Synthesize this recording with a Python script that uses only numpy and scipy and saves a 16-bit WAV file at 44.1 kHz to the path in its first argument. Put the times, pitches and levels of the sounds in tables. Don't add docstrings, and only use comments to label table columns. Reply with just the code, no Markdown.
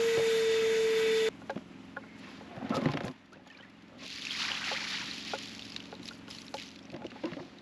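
import sys
import numpy as np
from scipy import signal
from scipy.fft import rfft, irfft, next_fast_len
from scipy.io import wavfile
from scipy.ndimage import uniform_filter1d

SR = 44100
rng = np.random.default_rng(int(sys.argv[2]) if len(sys.argv) > 2 else 0)


def materialize(psi):
    bounded = np.clip(np.atleast_2d(psi).T, -1, 1)
    quanta = np.round(bounded * 32767).astype(np.int16)
    wavfile.write(sys.argv[1], SR, quanta)


def to_linear_factor(level_db):
    exponent = np.asarray(level_db, float) / 20
    return 10 ** exponent


N = 335601

# t/s, firing cycle f/Hz, level/dB as the microphone rides its gain
ENGINE_IDLE = [
    (1.3, 22.27, -48),
    (2.07, 22.1, -49.5),
    (2.9, 22.17, -47.5),
    (3.09, 21.72, -56),
    (3.33, 22.05, -58),
    (4.63, 22.37, -47.5),
    (5.58, 22.8, -47.5),
    (6.55, 22.5, -49.5),
    (7.46, 22.36, -52.5),
]
# multiple of the cycle, level/dB
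EXHAUST_ORDERS = [(1, -37), (2, -21), (3, -17), (4, -14), (5, -9), (6, -17), (7, -17), (8, -3), (9, -4),
                  (10, -2), (11, -9), (12, 0), (13, -6), (14, -9), (15, -16), (16, -10), (17, -16),
                  (18, -19), (19, -15), (20, -14)]
# f/Hz, level/dB per Hz
RUMBLE_SPECTRUM = [(18, -65), (46, -8), (76, -7.5), (253, -0.5), (309, -1.5), (455, -16), (503, -13.5),
                   (600, -6.5), (780, -43), (1320, -120)]
# f/Hz, level/dB per Hz
OUTDOOR_SPECTRUM = [(180, -33), (300, -20), (456, -6), (563, -5), (694, -5.5), (790, -4.5), (1740, -7.5),
                    (1920, -7.5), (2650, -7.5), (7400, -26.5), (9000, -39), (11000, -33), (14200, -60)]
# f/Hz, side minus mid level/dB
STEREO_WIDTH = [(60, -21), (150, -61), (370, -63), (910, -35), (2250, -38), (5550, -31.5), (13700, -8)]

# t/s, level/dB, release/s
HIGH_HISS_SWELLS = [
    (1.33, -75, 1.6),
    (2.17, -78, 1.3),
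    (3.46, -84, 0.83),
    (2.75, -52, 0.062),
    (2.83, -71, 0.062),
    (2.94, -71, 0.092),
    (3.05, -59, 0.061),
    (6.03, -60.5, 0.22),
    (6.295, -56, 0.29),
    (6.545, -65, 0.17),
]
# t/s, level/dB
RUSTLE_LEVEL = [(2.12, -71), (2.24, -59), (2.36, -58), (2.44, -73), (2.6, -90), (7.03, -82), (7.05, -57.5),
                (7.09, -69), (7.19, -60), (7.21, -58), (7.35, -58.5), (7.5, -61.5), (7.56, -65),
                (7.61, -68)]

# t/s, f/Hz
MOTOR_SPEED = [
    (0.0, 460),
    (0.25, 452.2),
    (0.512, 447.9),
    (1.28, 443.2),
]
# t/s, level/dB
BLADE_TONE = [
    (0, -55.5),
    (.25, -46.5),
    (.5, -44.5),
    (.9, -49.5),
    (1.15, -41),
    (1.28, -45),
]
# f/Hz, level/dB per Hz
AIR_SPECTRUM = [(24, -80), (40, -46), (207, -22), (383, -35.5), (413, -25), (444, -13), (515, -26.5),
                (1280, -24), (1940, -17.5), (3410, -21.5), (3670, -22.5), (7130, -33), (9120, -43.5),
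                (11100, -36), (14200, -59)]
# f/Hz, width/Hz, level/dB
HOUSING_MODES = [(203, 51, 6.5), (1500, 8.2, 12.5), (1960, 440, -12), (6950, 490, 0)]

# t/s, peak level/dB, upper-mode level/dB
LATCH_TAPS = [(1.417, -36, -3.5), (1.496, -18.5, -10), (1.505, -29.5, -15), (1.964, -36, 2),
              (1.968, -28.5, 6), (2.036, -45, 5.5), (2.408, -36, -30), (3.395, -45, -17), (3.467, -41, -20),
              (3.599, -42.5, -6), (4.503, -32.5, -15), (4.714, -23.5, -13), (4.808, -42, 6),
              (5.022, -40, 2), (5.335, -20, -8), (5.926, -27.5, -9.5), (6.109, -44.5, 6),
              (6.281, -41.5, 4.5), (6.541, -22, -17), (7.019, -29, -15), (7.158, -33.5, -33)]
# f/Hz, level/dB, t60/s, build-up/s
LATCH_MODES = [(442, -5.5, 0.042, 0.0093), (543, 5.5, 0.064, 0.042), (733, 4, 0.011, 0.0021),
               (857, 2, 0.054, 0.024), (1080, -7.5, 0.067, 0.014), (1432, 6, 0.035, 0.013),
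               (1650, -4, 0.024, 0.0089)]

# t/s, peak level/dB, f/Hz,
# life/s
PANEL_THUDS = [(0.174, -35.5, 130, 0.036), (.195, -42, 131, 0.055), (1.497, -34.5, 1606, 0.021),
               (2.408, -48, 450, 0.031), (1.559, -30.5, 196, 0.021), (1.575, -39, 242, 0.038),
               (2.572, -37, 140.5, 0.04), (2.619, -50, 150, 0.041), (2.66, -44, 131, 0.046),
               (2.69, -42, 327, 0.022), (2.703, -29.5, 222, 0.038), (2.73, -40, 294, 0.036),
               (2.769, -38, 447, 0.033), (2.858, -20.5, 152, 0.034), (2.935, -29, 288, 0.055),
               (2.975, -41, 302, .04), (4.721, -33.5, 540, 0.042), (5.342, -36, 552, 0.039),
               (5.023, -42, 950, 0.012), (7.059, -50, 120, .05), (7.521, -47, 270, 0.044),
               (2.754, -43, 234, .04), (2.772, -23.5, 259, 0.045), (2.821, -28.5, 236, 0.044),
               (2.891, -30, 138, .05), (2.933, -33.5, 153.4, 0.06), (2.96, -42, 141, 0.057),
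               (2.986, -45, 135, .04), (3.043, -27, 212, 0.016), (3.045, -40.5, 110, 0.055),
               (3.081, -37.5, 140, 0.05), (6.925, -51, 168, 0.037), (6.937, -37.5, 346, 0.039),
               (6.94, -42, 144, 0.04), (6.962, -41, 270, 0.025), (6.988, -45, 242, 0.042),
               (7.043, -35, 326, 0.032), (7.118, -39.5, 249.7, 0.034), (7.236, -27, 318, 0.048),
               (7.236, -32, 526, 0.02), (7.236, -43.5, 955, 0.042), (7.258, -34.5, 346, 0.082),
               (7.319, -37, 173, 0.036), (7.366, -38, 567, 0.033), (7.366, -35, 283, 0.04),
               (7.396, -40.5, 158, 0.028), (7.405, -41.5, 354, 0.067), (7.448, -43, 292, 0.029)]
# t/s, peak level/dB, strongest wall mode f/Hz, crack level/dB
TANK_BLOWS = [(0.171, -15.5, 480, -34), (0.189, -20, 457, -36), (1.559, -23.5, 387, -46.5),
              (1.576, -42, 1200, -44), (2.565, -21, 142, -46), (2.704, -19, 249, -40.5),
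              (2.774, -12.5, 264, -50), (2.817, -18.5, 260, -40), (2.83, -30, 260, -51),
              (2.857, -11.5, 298, -29), (2.886, -17, 1000, -33), (2.937, -17.5, 294, -29.5),
              (2.972, -26, 700, -29), (3.006, -38, 900, -36.5), (3.044, -24, 503, -39),
              (3.081, -36, 132.8, -38.5), (3.094, -20, 160, -61), (5.996, -28, 228, -47.5),
              (6.945, -31, 400, -44.5), (6.963, -35, 280, -46), (7.044, -23, 362, -45),
              (7.117, -30, 253, -44), (7.237, -18.5, 345, -41), (7.255, -22, 345, -45),
              (7.318, -30, 397, -44), (7.334, -31, 172.3, -40), (7.368, -32, 450, -48),
              (7.399, -30, 374, -46)]
# f/Hz, level/dB, t60/s
WALL_MODES = [(137.7, -10, 0.028), (191, -14.5, 0.043), (260, -5.5, 0.052), (358, -7.5, 0.045),
              (485, -15.5, 0.075), (548, -7, 0.042), (618, -12.5, 0.07), (700, -9, 0.041),
              (827, -7.5, 0.042), (1036, -11, 0.05), (1270, -18, 0.039)]
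# t/s of most force, wall level/dB, grit level/dB, swell/s, release/s
DRAG_STROKES = [(2.25, -64, -55, 0.14, 0.37), (2.65, -46, -55, 0.41, 0.25), (2.75, -33, -42, 0.089, 0.14),
                (2.86, -38, -50, 0.038, 0.52), (3.07, -53, -62, 0.28, 0.021),
                (3.346, -79, -63, 0.015, 0.026), (3.55, -91, -60.5, 0.22, 0.96),
                (4.05, -47.5, -64, 0.18, 0.029), (7.03, -47.5, -85, 0.26, 0.029),
                (7.19, -56, -55, 0.16, 0.035), (7.245, -44, -50.5, 0.023, 0.18),
                (7.58, -57.5, -64, 0.48, 0.11)]
# start t/s, end t/s
TANK_REST = (3.1, 3.33)
# f/Hz, level/dB per Hz
GRIT_SPECTRUM = [(410, -16), (700, -2), (1030, -2), (1270, -2), (1400, -2.5), (1990, -1), (3690, -9.5),
                 (7010, -29), (8790, -54), (10900, -34), (14200, -68)]
# t/s, level/dB, f/Hz, length/ms
RIM_CREAKS = [(2.02, -62, 2160, 165), (2.235, -60.5, 2670, 65), (2.255, -62, 1050, 45), (2.5, -53, 687, 71),
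              (2.569, -46, 693, 18.2), (2.61, -44.5, 695, 22), (2.654, -44, 700, 9),
              (2.721, -37.5, 1270, 27), (2.748, -39.5, 1270, 38), (6.93, -49.5, 560, 52),
              (7.26, -51, 1030, 29), (7.38, -48.5, 560, 33)]
# t/s, peak level/dB
GRIT_TICKS = [(1.503, -37.5), (2.899, -46), (2.907, -43), (2.6944, -38), (2.7426, -42), (2.752, -32),
              (2.758, -33), (2.767, -32), (2.768, -43), (2.811, -44), (2.817, -44), (2.8868, -51),
              (2.9716, -55), (2.8369, -40), (2.917, -36), (2.954, -55), (3.0055, -45), (3.0194, -50),
              (3.035, -41), (3.0502, -51), (3.064, -44), (3.069, -44), (3.08, -37.5), (3.112, -45.5),
              (3.182, -64), (3.258, -53), (3.33, -45), (3.881, -52), (3.982, -50), (3.474, -45),
              (4.059, -37.5), (4.093, -42), (4.136, -40), (4.252, -29), (3.6975, -50), (3.822, -51.5),
              (5.196, -38), (5.245, -44), (5.276, -35), (5.507, -47.5), (6.078, -29.5), (6.541, -29),
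              (6.9176, -41.5), (7.2794, -54), (7.45, -50)]

# t/s, level/dB
POUR_LEVEL = [
    (3.99, -42),
    (4.052, -46),
    (4.278, -40),
    (4.414, -32.5),
    (4.57, -37),
    (4.87, -39),
    (5.2, -45.5),
    (5.7, -52),
    (5.99, -61),
]
# t/s, spray level/dB, release/s
SPILL_SURGES = [
    (4.67, -40, 0.15),
    (4.88, -41, 0.43),
    (5.28, -43.5, 0.28),
    (6.073, -53, 0.19),
    (6.315, -48, 0.21),
    (6.593, -48, 0.26),
]
# f/Hz, level/dB per Hz
SPRAY_SPECTRUM = [(530, -20), (900, -23), (1100, -9.5), (1620, -10), (2480, 1), (4420, 0.5), (7180, -14),
                  (8940, -33.5), (9700, -26), (10900, -22.5), (12100, -36), (13200, -37), (14200, -53)]
# t/s, peak level/dB, f/Hz, life/s, pitch rise per s as a share
SLOSH_BUBBLES = [(2.243, -58, 1740, 0.021, 2), (3.322, -50, 1233, 0.056, 11), (3.371, -55, 2500, 0.01, 14),
                 (3.41, -60, 1650, .018, 1.75), (3.463, -55, 1696, .018, 1.9),
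                 (3.5, -47.5, 1770, 0.03, 2.66), (3.512, -48, 2530, 0.012, 5.5),
                 (3.547, -48, 2290, 0.018, 7.8), (3.572, -48.5, 3680, 0.011, 51),
                 (3.588, -49, 1560, .022, 5.5), (3.608, -48.5, 2987, 0.011, 10), (3.625, -49, 1820, .03, 5),
                 (3.648, -49, 1710, 0.019, 2.3), (3.672, -60, 1690, .05, 12), (3.752, -58, 2820, .019, 2.2),
                 (3.472, -59, 6700, 0.01, 5), (3.481, -58, 3180, 0.013, 5), (3.501, -51, 2920, 0.014, 8),
                 (3.525, -58, 5000, 0.0081, 20), (3.53, -57, 2780, .03, 3.2), (3.596, -55, 2900, 0.015, 5),
                 (3.628, -55, 2580, .015, 3), (3.63, -55, 1450, .015, 3)]
# t/s, peak level/dB, f/Hz
STREAM_PLOPS = [(4.0581, -43, 3580), (4.1217, -38, 2600), (4.251, -32, 2210), (4.269, -27, 2440),
                (4.3076, -28, 2920), (4.315, -30, 3030), (4.321, -33, 3900), (4.35, -30, 2020),
                (4.365, -44, 3200), (4.16, -37, 4200), (4.185, -40, 2170), (4.22, -32, 3300),
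                (4.5, -41, 1800), (4.68, -33, 1780), (4.69, -32, 2650), (4.765, -30, 1890),
                (4.394, -31, 2660), (4.421, -28, 3280), (4.487, -32, 4170), (4.517, -22.5, 2780),
                (4.552, -27.5, 3000), (4.5725, -28.5, 2400), (4.6409, -26, 2480), (4.82, -43, 2850),
                (4.9, -43, 3280), (4.972, -31, 2700), (5.04, -42, 3160), (5.112, -28.5, 3880),
                (5.1815, -36, 2340)]
# t/s, peak level/dB, f/Hz
LATE_DRIPS = [(5.476, -45, 3600), (5.549, -39.5, 4040), (5.5935, -35, 2840), (5.6216, -37, 3400),
              (5.653, -39.5, 4770), (5.7015, -41, 4660), (5.7203, -37.5, 4470), (5.763, -26, 3560),
              (5.775, -46, 4160), (5.8024, -39, 2780), (5.8392, -44, 3120), (5.856, -43.5, 3500),
              (5.919, -46, 3840), (5.952, -44.5, 3800), (6.0307, -40.5, 3770), (6.0555, -38, 4734),
              (6.0868, -31, 3620), (6.134, -46, 4530), (6.281, -44, 2780), (6.3039, -43, 4620),
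              (6.31, -36.5, 4860), (6.329, -46, 3140), (6.3483, -41, 5160), (6.365, -51, 5515),
              (6.385, -39, 4030), (6.418, -42, 5300), (6.445, -48, 2700), (6.4656, -45, 4960),
              (6.4812, -41.5, 3750), (6.58, -37, 2620), (6.569, -39, 2940), (6.586, -40, 2150),
              (6.598, -38, 2230), (6.6205, -42, 2100), (6.6215, -47, 4400), (6.647, -52, 2550),
              (6.667, -46, 4200), (6.6158, -39, 3550), (6.634, -42, 3175), (6.66, -48, 5540),
              (6.681, -47, 2680), (6.688, -46, 5540), (6.7331, -56, 3637), (6.7589, -43.5, 3800),
              (6.828, -53, 5100), (6.8533, -50.5, 5350), (6.9626, -47.5, 4400), (6.7601, -46, 2130),
              (6.79, -45, 3250), (6.9012, -45.5, 2340), (6.9407, -45, 2470), (7.066, -40.5, 2710),
              (7.103, -47, 2460), (7.107, -45, 2510), (7.256, -42, 2580), (7.255, -43.5, 4680),
              (7.3324, -54, 2300), (7.585, -46.5, 3600)]


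def unit(x):
    return x / np.sqrt(np.mean(x ** 2) + 1e-20)


def in_time(rows):
    s, *columns = np.transpose(rows)
    return [np.interp(np.arange(N) / SR, s, c) for c in columns]


def gate(t0, t1, fade_s):
    t = np.arange(N) / SR
    return np.clip(np.minimum(t - t0, t1 - t) / fade_s, 0, 1)


def stroke(s, swell_s, release_s):
    t = np.arange(N) / SR - s
    away = np.where(t < 0, -t / swell_s, t / release_s)
    return to_linear_factor(-20 * away ** 1.19)


def at_hz(points, hz):
    return np.interp(np.log(hz), np.log(np.array(points)[:, 0]), np.array(points)[:, 1])


def colour(x, points):
    size = next_fast_len(N)
    hz = np.arange(size // 2 + 1) * SR / size + 1
    return irfft(rfft(x, size) * to_linear_factor(at_hz(points, hz)), size)[:N]


def filtered(x, order, hz, kind):
    return signal.sosfilt(signal.butter(order, hz, kind, fs=SR, output="sos"), x)


def resonance(x, hz, width_hz):
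    return signal.lfilter(*signal.iirpeak(hz, hz / width_hz, fs=SR), x)


def drift(rate):
    r = np.exp(-40 * np.pi * rate / SR)
    slow = signal.lfilter([1], [1, -2 * r, r * r], rng.standard_normal(N // 20 + 4002))[4000:]
    return np.interp(np.arange(N) / 20, np.arange(len(slow)), unit(slow))


def patchy(points, shared_db, own_db, rate):
    white, out, together = rng.standard_normal((2, N)), 0, drift(rate)
    edges = 30 * 2 ** np.arange(0, 9.1, .5)
    for k, (low, high) in enumerate(zip(edges, edges[1:])):
        band = filtered(white[k % 2], 2, [low, high], "band")
        out = out + band * to_linear_factor(shared_db * together + own_db * drift(rate))
    return unit(colour(out, points))


def clicks(times, gains):
    out = np.zeros(N)
    out[(np.asarray(times) * SR).astype(int)] = gains
    return out


def ring(x, hz, t60):
    r, w = to_linear_factor(-60 / (t60 * SR)), 2 * np.pi * hz / SR
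    return signal.lfilter([0, np.sin(w)], [1, -2 * r * np.cos(w), r * r], x + 1e-18)


def strike(x, hz, t60, swell_s):
    return ring(x, hz, t60) - ring(x, hz, swell_s)


def burst(times, gains, t60):
    decay = to_linear_factor(-60 / (t60 * SR))
    return signal.lfilter([1], [1, -decay], clicks(times, gains)) * rng.standard_normal(N)


def crack(times, gains, t60, points):
    return colour(burst(times, gains, t60), points) / np.std(colour(rng.standard_normal(N), points))


def add_bubble(out, s, peak_db, hz, life_s, rise):
    start = int(s * SR)
    t = np.arange(min(int(life_s * SR), N - start)) / SR
    swell = 6 * t / life_s * np.exp(1 - 6 * t / life_s)
    out[start:start + len(t)] += to_linear_factor(peak_db) * swell * np.sin(2 * np.pi * hz * np.expm1(rise * t) / rise)


def swarm(count, low_hz, span, cycles, rise, tilt_db):
    out = np.zeros(N)
    for when, size, pitch, life in rng.random((count, 4)):
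        hz = low_hz * span ** pitch
        peak_db = tilt_db * pitch - 3.7 * np.log(size + 0.041)
        add_bubble(out, 3.96 + 3.04 * when, peak_db, hz, cycles * (1 + 2 * life) / hz, rise)
    return out / np.std(out[4 * SR:7 * SR])


def engine_and_air():
    cycle_hz, level_db = in_time(ENGINE_IDLE)
    phase = 2 * np.pi * np.cumsum(cycle_hz) / SR
    lines = 0
    for k, db in EXHAUST_ORDERS:
        wander_db = 1.5 * drift(3)
        start = rng.uniform(0, 2 * np.pi)
        lines += to_linear_factor(db + wander_db) * np.sin(k * phase + start + 0.054 * wander_db)
    rumble = patchy(RUMBLE_SPECTRUM, shared_db=.6, own_db=1, rate=5) * (1 + .55 * np.cos(phase))
    hiss = patchy(OUTDOOR_SPECTRUM, shared_db=.5, own_db=.8, rate=9)
    return to_linear_factor(level_db) * (to_linear_factor(-3) * unit(lines) + to_linear_factor(-10) * rumble + to_linear_factor(-9) * hiss)


def high_hiss():
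    hiss = filtered(patchy(SPRAY_SPECTRUM, shared_db=4, own_db=.5, rate=37), 4, 7550, "high")
    return unit(hiss) * sum(to_linear_factor(db) * stroke(s, 0.013, release_s) for s, db, release_s in HIGH_HISS_SWELLS)


def rustle():
    noise = patchy(SPRAY_SPECTRUM, shared_db=1, own_db=1, rate=39)
    return to_linear_factor(in_time(RUSTLE_LEVEL)[0]) * gate(2.1, 9, .01) * noise


def vacuum():
    (shaft_hz,), (blade_db,) = in_time(MOTOR_SPEED), in_time(BLADE_TONE)
    phase = 2 * np.pi * np.cumsum(shaft_hz * (1 + 0.0003 * drift(26))) / SR
    tones = to_linear_factor(-28 + 0.56 * drift(63)) * (np.sin(phase) + to_linear_factor(-32) * np.sin(2 * phase))
    tones += to_linear_factor(blade_db + 0.78 * drift(7.3)) * np.sin(8 * phase)
    rush = patchy(AIR_SPECTRUM, shared_db=.5, own_db=1.5, rate=4.6)
    hose_mode_spacing_hz, hose_echo = 323.5, .38
    loop = np.zeros(round(SR / hose_mode_spacing_hz) + 1)
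    loop[[0, -1]] = 1, -hose_echo
    rush = unit(signal.lfilter([1], loop, rush))
    body = sum(to_linear_factor(db - 1 + drift(6.1)) * resonance(rush, hz, width_hz) for hz, width_hz, db in HOUSING_MODES)
    vacuum_end_s = 1.2885
    return (np.sqrt(2) * tones + to_linear_factor(-38.5) * (rush + body)) * gate(-1, vacuum_end_s, 0.00018)


def latch():
    s, peak_db, upper_db = np.transpose(LATCH_TAPS)
    modes = 0
    for k, (hz, db, t60, swell_s) in enumerate(LATCH_MODES):
        spread_db = rng.normal(0, 2.5, len(s))
        force = to_linear_factor(peak_db - 5.5 + db + spread_db + upper_db * (hz > 1000))
        modes += (-1) ** k * strike(clicks(s, force), hz, t60, swell_s)
    soft = filtered(modes, 2, [350, 2200], "band")
    return soft + crack(s, to_linear_factor(peak_db - 20), 0.03, GRIT_SPECTRUM)


def thuds():
    out = np.zeros(N)
    for row in PANEL_THUDS:
        add_bubble(out, *row, rise=.01)
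    return out


def tank():
    s, peak_db, main_hz, crack_db = np.transpose(TANK_BLOWS)
    slip_force = to_linear_factor(4.3 * np.minimum(rng.exponential(1, N), 4))
    slips = slip_force * rng.choice([-1, 1], N) * (rng.random(N) < 900 / SR)
    blows = walls = 0
    for k, (hz, db, t60) in enumerate(WALL_MODES):
        near_db = -11 * np.abs(np.log2(hz / main_hz))
        force = to_linear_factor(peak_db - 2.5 + db + near_db + rng.normal(0, 2, len(s)))
        contact = clicks(s, force) + burst(s, force * to_linear_factor(-17), 0.044)
        blows += (-1) ** k * strike(contact, hz, t60, swell_s=0.019)
        slide_db = db - 11 * (hz < 170) - 5 * (hz > 580)
        walls += to_linear_factor(slide_db + 4 * drift(5.3)) * ring(slips, hz, t60)
    walls = unit(walls) * (1 - gate(*TANK_REST, .03))
    grit = patchy(GRIT_SPECTRUM, shared_db=1.7, own_db=1.8, rate=90)
    scratch = crack(s, to_linear_factor(crack_db + 2), 0.024, GRIT_SPECTRUM)
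    for moment, wall_db, grit_db, swell_s, release_s in DRAG_STROKES:
        moving = stroke(moment, swell_s, release_s)
        blows += to_linear_factor(wall_db) * walls * moving
        scratch += to_linear_factor(grit_db) * grit * moving
    for start, db, hz, ms in RIM_CREAKS:
        rub = resonance(grit, hz, width_hz=42) * gate(start, start + ms / 1000, 0.0043)
        blows += to_linear_factor(db) * unit(rub) * np.sqrt(ms / 1000 * SR / N)
    body = filtered(blows, 3, [125, 5000], "band")
    tick_s, tick_db = np.transpose(GRIT_TICKS)
    ticks = crack(tick_s, to_linear_factor(tick_db - 2.5), 0.036, SPRAY_SPECTRUM)
    return body + scratch + signal.lfilter([1, -.6], [1], ticks)


def stream_gain():
    surges = sum(to_linear_factor(db) * stroke(s, 0.039, release_s) for s, db, release_s in SPILL_SURGES)
    return to_linear_factor(in_time(POUR_LEVEL)[0]) * gate(3.975, 6.1, 0.06) + surges


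def drop_crackle():
    hits = to_linear_factor(4.2 * np.minimum(rng.exponential(1, N), 2.6)) * (rng.random(N) < 300 / SR)
    tails = signal.lfilter([1], [1, -.97], hits) * rng.standard_normal(N)
    return unit(signal.lfilter([1, -.6], [1], unit(colour(tails, SPRAY_SPECTRUM))))


def single_drops():
    rows = [(*row, 0.0056, 48, -23) for row in STREAM_PLOPS]      # life/s, rise per s, splash level/dB
    rows += [(*row, -9) for row in SLOSH_BUBBLES]
    rows += [(*row, 0.0064, 36, -3) for row in LATE_DRIPS]
    drops = np.zeros(N)
    for row in rows:
        add_bubble(drops, *row[:5])
    s, peak_db, *_, splash_db = np.transpose(rows)
    return drops + crack(s, to_linear_factor(peak_db + splash_db), 0.017, SPRAY_SPECTRUM)


def water():
    stream = stream_gain()
    thin_db = -35.5 - 20 * np.log10(stream + 1e-6)
    rush_lag_s = 0.047
    smooth_db = uniform_filter1d(thin_db, size=SR // 5)
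    late_db = np.interp(np.arange(N) - rush_lag_s * SR, np.arange(N), smooth_db)
    hiss = patchy(SPRAY_SPECTRUM, shared_db=1.4, own_db=1.3, rate=40)
    fine = swarm(count=3600, low_hz=1538, span=3.62, cycles=3.8, rise=55, tilt_db=7)
    deep = swarm(count=3000, low_hz=615, span=3.78, cycles=6.6, rise=12.4, tilt_db=22.5)
    crackle_db = np.minimum(-17 + 1.27 * thin_db, -4)
    crackle = to_linear_factor(crackle_db) * drop_crackle() * gate(4.03, 9, 0.024)
    flow = stream * (to_linear_factor(-4) * hiss + to_linear_factor(-8.5) * fine + crackle)
    flow += to_linear_factor(-41.5 - 3 * late_db) * deep
    return flow + single_drops()


def scene():
    mid = engine_and_air() + high_hiss() + rustle() + vacuum() + latch() + thuds() + tank() + water()
    side = to_linear_factor(1) * colour(mid, STEREO_WIDTH) * drift(190)
    return np.array([mid + side, mid - side])


def low_pass(x):
    return signal.sosfilt(signal.butter(12, 14340, fs=SR, output="sos"), x)


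def record(dry):
    mix = filtered(dry, 2, 45, "high")
    mix = signal.lfilter(*signal.iirnotch(9100, 14, fs=SR), mix)
    return low_pass(mix)


dry = scene()
out = record(dry)
materialize(out)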